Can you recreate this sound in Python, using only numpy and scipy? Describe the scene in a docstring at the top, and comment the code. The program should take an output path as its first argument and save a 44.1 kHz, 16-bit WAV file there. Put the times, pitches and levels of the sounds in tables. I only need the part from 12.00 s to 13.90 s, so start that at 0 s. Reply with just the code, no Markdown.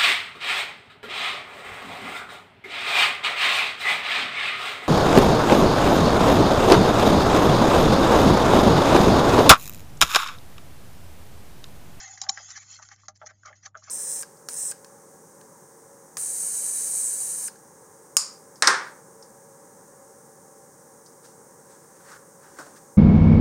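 """Brushing and a few sharp snaps: a hedgehog's quills catch on the rim of a hole as it pushes into
its plastic exercise wheel. As it starts to walk, paws thump the running surface and make it ring,
claws click and feet scuff. The cage adds a short ring of its own, over faint mains hum and hiss.
A small camera in the cage hears it all at night and cuts off the highest treble."""
import sys
import numpy as np
from scipy import signal
from scipy.fft import rfft, irfft, next_fast_len
from scipy.io import wavfile
from scipy.ndimage import map_coordinates

SR = 44100
rng = np.random.default_rng(int(sys.argv[2]) if len(sys.argv) > 2 else 0)


def wav_out(sig):
    """Save sig, one row per channel (or a flat mono array), as 16-bit PCM at SR to the path in sys.argv[1]."""
    wavfile.write(sys.argv[1], SR, np.round(np.clip(np.atleast_2d(sig).T, -1, 1) * 32767).astype(np.int16))


N = 83790
T = np.arange(N) / SR
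LEAD_S = .003  # short gap before each hit
# the pitches at which the rim of the hole rings: f/Hz, width/Hz, level/dB
RIM_MODES = [(205, 60, -17.5), (785, 70, 3), (1110, 80, -5), (1650, 200, -12), (2000, 200, -12),
             (2280, 150, -9), (3090, 230, -7), (3865, 150, 2), (4230, 220, 1), (4550, 250, -8),
             (5480, 330, 7), (6160, 160, 1), (6550, 110, -4), (6805, 200, 1), (7220, 120, 2)]


def quills():
    """Quills brush along the rim; a few catch and snap free with a thin tick, making the rim ring."""
    # tone of the brushing: f/Hz, level/dB
    brush_tone = [(150, -20), (400, -30), (620, -24), (810, -11), (980, -20), (1200, -11), (1420, -12),
                  (1950, -10), (2850, -12), (3500, -10.5), (4200, -9), (4700, -9), (5500, -4.5), (6300, -1),
                  (7150, 0)]
    # how loud the brushing is over time: t/s, level/dB
    brush_levels = [(0, -35), (.10, -38.5), (.15, -40), (.195, -51), (.24, -32.5), (.27, -47.5), (.32, -41),
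                    (.40, -39), (.47, -41), (.53, -42.5), (.60, -46), (.655, -49.5), (.70, -40.5),
                    (.76, -40), (.81, -52), (.87, -48), (.97, -59), (1.06, -51.5), (1.135, -101),
                    (1.17, -77), (1.21, -54.5), (1.30, -65), (1.41, -65), (1.55, -57), (1.61, -60),
                    (1.68, -53), (1.725, -95), (1.78, -50), (1.88, -68)]
    # quills snapping free: t/s, level/dB, contact time/s, tick f/Hz, tick compared with ring/dB
    snaps = [(0.2148, -28.5, 0.0014, 6750, -0.5), (0.235, -43, 0.00045, 5450, -11),
             (.2870, -32.5, 0.0031, 7000, -6.5), (0.2909, -20, 0.001864, 4200, -21),
             (.2988, -35, 0.0012, 6460, 4)]
    out = unit(colour(friction(), brush_tone)) * loudness(brush_levels)
    for start, db, length, tick_hz, tick_db in snaps:
        push = contact(length, tail_db=-15, fade_s=.035)
        ring = sum(undb(gain) * resonate_twice(push, [(hz, width, 0)]) for hz, width, gain in RIM_MODES)
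        tick = resonate_twice(push, [(tick_hz, tick_hz / 5, 0)])
        snap = blow(ring) + undb(tick_db) * blow(tick)
        add(out, start - LEAD_S, undb(db) * blow(snap))
    return out


def paws():
    """Each soft paw gives a dull knock and rings the wheel, a little differently at each spot."""
    # paws landing: t/s, level/dB, knock f/Hz, contact time/s, wheel ring/dB, deepest note/dB
    landings = [(0.174, -48, 1860, 0.0035, -13, -30), (.238, -47, 970, 0.0033, 1.5, -28),
                (.265, -47, 1700, 0.0029, -5.5, -8), (.3730, -37, 1850, 0.0017, -9, -23.5),
                (.382, -47.5, 1080, 0.0048, 7, -12.5), (.398, -52, 610, 0.0045, -16, -10),
                (.573, -49, 1490, .003, -2.5, -24), (.787, -50.5, 1400, 0.0031, -13, -19),
                (.793, -51.5, 920, .006, -13, -11), (0.889, -58, 1500, 0.00086, -3, -30),
                (0.9142, -48, 1750, 0.00204, -2, -25), (1.034, -57, 1150, 0.004, -17, -18),
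                (1.0831, -43, 1270, 0.0017, 12, 4), (1.215, -44, 640, 0.0033, -1.5, -6),
                (1.222, -49.5, 1500, 0.0028, -3, -18), (1.231, -49, 565, 0.0035, -22, -21),
                (1.240, -50, 537, 0.0021, -25, -16), (1.263, -53, 1230, 0.0032, -5, -3),
                (1.271, -56, 1850, .002, 2, -23), (1.3084, -54, 1555, 0.00096, -1, -3.5),
                (1.433, -52.5, 1505, 0.0012, -27, -24), (1.452, -42.5, 1340, 0.015, -6, -11.5),
                (1.469, -46.5, 1270, 0.021, 2, -12), (1.494, -49.5, 1036, .016, 13, 12.5),
                (1.5265, -50.5, 1880, 0.0034, -14, -21.5), (1.666, -49, 1250, 0.0027, -5.5, -10),
                (1.745, -50, 1350, 0.0039, -12, -18.5), (1.7520, -39, 1410, 0.00045, -10.5, -12),
                (1.759, -49.5, 1254, 0.0046, 1, 11.5), (1.82, -57, 1190, .008, -9, -19),
                (1.875, -52, 1280, 0.0015, -10, -18), (1.8805, -49.5, 1260, 0.0031, 1, -2),
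                (1.897, -49.5, 1310, 0.00078, -4, -20)]
    # the pitches at which the running surface rings: f/Hz, width/Hz, level/dB
    wheel_modes = [(790, 60, -1), (1215, 70, -3), (1340, 80, -2), (1650, 90, -8), (1960, 90, -7)]
    # tone of a soft pad on plastic: f/Hz, level/dB
    pad_tone = [(200, -26.5), (380, -14.5), (560, -13), (850, 5.5), (990, -2), (1150, 2), (2000, -6),
                (2500, -12), (3300, -1), (4500, -24.5), (7000, -30)]
    out = np.zeros(N)
    for start, db, knock_hz, length, ring_db, deep_db in landings:
        modes = [(hz, width, gain + 2 * rng.standard_normal()) for hz, width, gain in wheel_modes]
        push = contact(length, tail_db=-2, fade_s=.07)
        deep_hz = 615 * (1 + .03 * rng.uniform(-1, 1))  # the wheel's deepest note
        deep = undb(deep_db) * blow(resonate(push, [(deep_hz, 24, 0)]))
        knock = blow(resonate_twice(push, [(knock_hz, knock_hz / 3.2, 0)]))
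        ring = undb(ring_db) * blow(resonate(push, modes))
        thump = colour(knock + ring, pad_tone) + deep
        add(out, start - LEAD_S, undb(db) * blow(thump))
    return out


def claws():
    """Hard claws tap the plastic with bright ticks, some full and some thin."""
    # claws tapping: t/s, level/dB, contact time/s, boost of the lower pitches/dB
    taps = [(.0785, -49.5, 0.0021, 3.5), (.1743, -46.5, 0.0084, 2), (.3754, -48.5, 0.00076, 8),
            (.504, -43.5, 0.0022, -5), (.519, -51, 0.00062, -2), (.5753, -44.5, 0.0018, -1),
            (.826, -46, 0.0014, -2.5), (.851, -59.5, 0.0023, 15), (.8875, -49, 0.00152, 1.5),
            (0.916, -58, 0.0035, -3), (.961, -60.5, 0.0016, 4), (1.0829, -38, 0.0023, -1.5),
            (1.174, -64.5, 0.0019, -5), (1.2626, -47, .0006, -2.5), (1.4331, -62.5, 0.0023, -10.5),
            (1.455, -46, 0.0059, -0.5), (1.657, -47.5, .003, 8.5), (1.7732, -51.5, 0.0013, -4),
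            (1.8395, -52, 0.0031, -10), (1.898, -38, 0.0039, 0.5)]
    # tone of a claw on plastic: f/Hz, level/dB
    claw_tone = [(200, -12), (500, -38.5), (800, 2), (980, -29), (1200, -16), (2000, -2), (2700, -23.5),
                 (3700, -11), (4300, -2.5), (4800, -0.5), (5500, -0.5), (6400, 8.5), (7200, -6),
                 (8000, -12)]
    out = np.zeros(N)
    for start, db, length, body_db in taps:
        tick = colour(contact(length, tail_db=-7, fade_s=.06), claw_tone)
        tick = colour(tick, [(5000, body_db), (6600, 0)])
        add(out, start - LEAD_S, undb(db) * blow(tick))
    return out


def scuffs():
    """A foot slides: a bright scratch and the wheel's hollow answer swell and fade together."""
    # feet sliding: middle t/s, length/s, scratch level/dB, wheel level/dB
    slides = [(.005, 0.016, -34, -49), (0.038, 0.031, -45, -49), (0.083, 0.022, -58, -57.5),
              (0.506, 0.027, -34.5, -47), (0.569, 0.026, -36.5, -46), (0.623, 0.024, -42, -52),
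              (0.729, 0.023, -42.5, -55.5), (0.83, 0.014, -40, -48.5), (0.926, 0.021, -45.5, -46.5),
              (0.998, 0.025, -67, -63), (1.162, 0.013, -51, -67.5), (1.27, 0.012, -37, -55.5),
              (1.302, 0.018, -50, -52), (1.475, 0.03, -47, -49), (1.562, 0.0096, -53.5, -66),
              (1.640, 0.014, -47.5, -58), (1.661, 0.014, -36, -43.5), (1.842, 0.018, -45.5, -64),
              (1.893, 0.045, -46, -53.5)]
    # tone of the scratch: f/Hz, level/dB
    scratch_tone = [(300, -65.5), (900, -28.5), (2000, -40.5), (2800, -22.5), (3600, -15.5), (4400, -12.5),
                    (4850, -14.5), (5400, -3), (6200, -5), (7200, -7.5)]
    # tone of the wheel's answer: f/Hz, level/dB
    wheel_tone = [(200, -19.5), (450, -24), (620, -18), (800, -6), (980, -14), (1220, 0), (1500, -5),
                  (1950, -2), (2700, -10), (4000, -19)]
    scratch = unit(colour(friction(), scratch_tone))
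    wheel = unit(colour(friction(), wheel_tone))
    out = np.zeros(N)
    for middle, length, scratch_db, wheel_db in slides:
        swell = np.exp(-2 * ((T - middle) / length) ** 2)
        out += swell * (undb(scratch_db) * scratch + undb(wheel_db) * wheel)
    bass_cut = signal.butter(4, 620, "high", fs=SR, output="sos")  # the light shell gives no bass
    return signal.sosfilt(bass_cut, out)


def rub():
    """As the body squeezes through the hole, two low notes of the rim give a hollow drone."""
    # how loud the rubbing is over time: t/s, level/dB
    rub_levels = [(0, -54), (.05, -60.5), (.14, -56), (.19, -74), (.23, -58), (.30, -45.5), (.35, -64),
                  (.45, -82.5), (.60, -78)]
    drone = resonate_twice(rng.standard_normal(N), RIM_MODES[1:3])
    return unit(drone) * loudness(rub_levels) * (T < rub_levels[-1][0])


def cage(x):
    """Sound bouncing off the cage walls partly cancels a few pitches."""
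    # the weakened pitches: f/Hz, width/Hz, share cancelled
    dips = [(985, 90, .55), (2430, 150, .6), (2840, 220, .85), (4650, 200, .5), (5850, 130, .4)]
    for hz, width, share in dips:
        x = x - share * resonate(x, [(hz, width, 0)])
    return x


def room():
    """Mains electricity hums over a faint hiss."""
    # the steady notes of the hum: f/Hz, level/dB
    hum_notes = [(100, -65), (120, -80), (200, -84.5), (300, -88)]
    # tone of the hiss: f/Hz, level/dB
    hiss_tone = [(25, 2), (60, 10), (130, 12), (210, 7), (280, -3.5), (400, -5.5), (800, -5), (2000, -19.5),
                 (7000, -34)]
    hum = sum(undb(db) * np.sqrt(2) * np.sin(2 * np.pi * (hz * T + rng.random())) for hz, db in hum_notes)
    return hum + undb(-74) * unit(colour(rng.standard_normal(N), hiss_tone))


def contact(length_s, tail_db, fade_s, size=8192):
    """A rough push spread over length_s, then echoes from the cage that fall 60 dB in fade_s."""
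    hz = np.arange(size // 2 + 1) * SR / size
    t = np.arange(size) / SR - LEAD_S
    # each pitch arrives at its own random moment within the push
    delay = LEAD_S + length_s * np.interp(hz * length_s, np.arange(512), rng.random(512))
    push = irfft(np.exp(-2j * np.pi * np.cumsum(delay) * SR / size))
    echoes = rng.standard_normal(size) * (t > length_s) * undb(-60 * np.maximum(t, 0) / fade_s)
    return blow(push) + undb(tail_db) * blow(echoes)


def friction(catches_per_s=2100, fade_s=.04):
    """Sliding makes many tiny catches of uneven size, blurred by echoes in the cage."""
    sizes = undb(1.5 * np.minimum(rng.exponential(size=N), 4)) * rng.choice([-1, 1], N)
    catches = sizes * (rng.random(N) < catches_per_s / SR)
    tail = rng.standard_normal(N) * undb(-60 * T / fade_s)
    echoes = signal.fftconvolve(catches, tail)[:N]
    return flicker(unit(catches) + undb(-1) * unit(echoes))


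def flicker(x, depth_db=5, changes_per_s=35, size=512):
    """As the touching points shift, each narrow band of pitches swells and fades on its own."""
    hz, t, bands = signal.stft(x, SR, nperseg=size)
    chance = rng.standard_normal((len(hz), len(t)))
    grid = np.meshgrid(np.arange(len(hz)) / 2, t * changes_per_s, indexing="ij")
    drift = map_coordinates(chance, grid, order=1)  # glide between the random values
    return signal.istft(bands * undb(depth_db * drift / drift.std()), SR, nperseg=size)[1][:N]


def colour(x, points):
    """Shape the tone of x along a curve of (f/Hz, level/dB) points."""
    size = 2 * next_fast_len(len(x))
    hz, db = np.array(points).T
    all_hz = np.arange(size // 2 + 1) * SR / size + 1
    gains = undb(np.interp(np.log(all_hz), np.log(hz), db))
    # fold the filter forward in time, so nothing sounds before the hit that causes it
    cepstrum = irfft(np.log(gains))
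    cepstrum[1:size // 2] *= 2
    cepstrum[size // 2 + 1:] = 0
    return irfft(rfft(x, size) * np.exp(rfft(cepstrum)))[:len(x)]


def resonate(x, modes):
    """Let x ring at each (f/Hz, width/Hz, level/dB); a narrower one rings longer."""
    return sum(undb(db) * signal.lfilter(*signal.iirpeak(hz, hz / width, fs=SR), x)
               for hz, width, db in modes)


def resonate_twice(x, modes):
    """Ring twice over, for a purer note."""
    return resonate(resonate(x, modes), modes)


def low_pass(x, hz):
    """Cut steeply above hz."""
    return signal.sosfilt(signal.ellip(12, .2, 70, hz, fs=SR, output="sos"), x)


def loudness(points):
    """A volume curve through (t/s, level/dB) points."""
    return undb(np.interp(T, *np.array(points).T))


def undb(db):
    """Turn decibels into a multiplier."""
    return 10 ** (np.asarray(db) / 20)


def unit(x):
    """Scale to an average strength (rms) of 1."""
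    return x / np.sqrt(np.mean(x ** 2))


def blow(x):
    """Scale a hit to the energy of 10 ms of sound at strength 1."""
    return x / np.sqrt(np.sum(x ** 2) / (SR / 100))


def add(out, start, x):
    """Mix x into out, beginning at start seconds."""
    i = max(int(start * SR), 0)
    out[i:i + len(x)] += x[:max(N - i, 0)]


def scene():
    """Hedgehog, wheel, cage and room in one channel."""
    hedgehog = quills() + paws() + claws() + scuffs() + rub()
    return (cage(hedgehog) + room())[None]


def record(dry):
    """The camera's converter cuts the treble and leaves a faint mirror image just above the cut."""
    converter_hz, mirror_db = 16000, -29.5
    band = low_pass(dry, hz=7270)
    mirror = band * 2 * undb(mirror_db) * np.cos(2 * np.pi * converter_hz * T)
    return low_pass(band + mirror, hz=9050)


dry = scene()
out = record(dry)
wav_out(out)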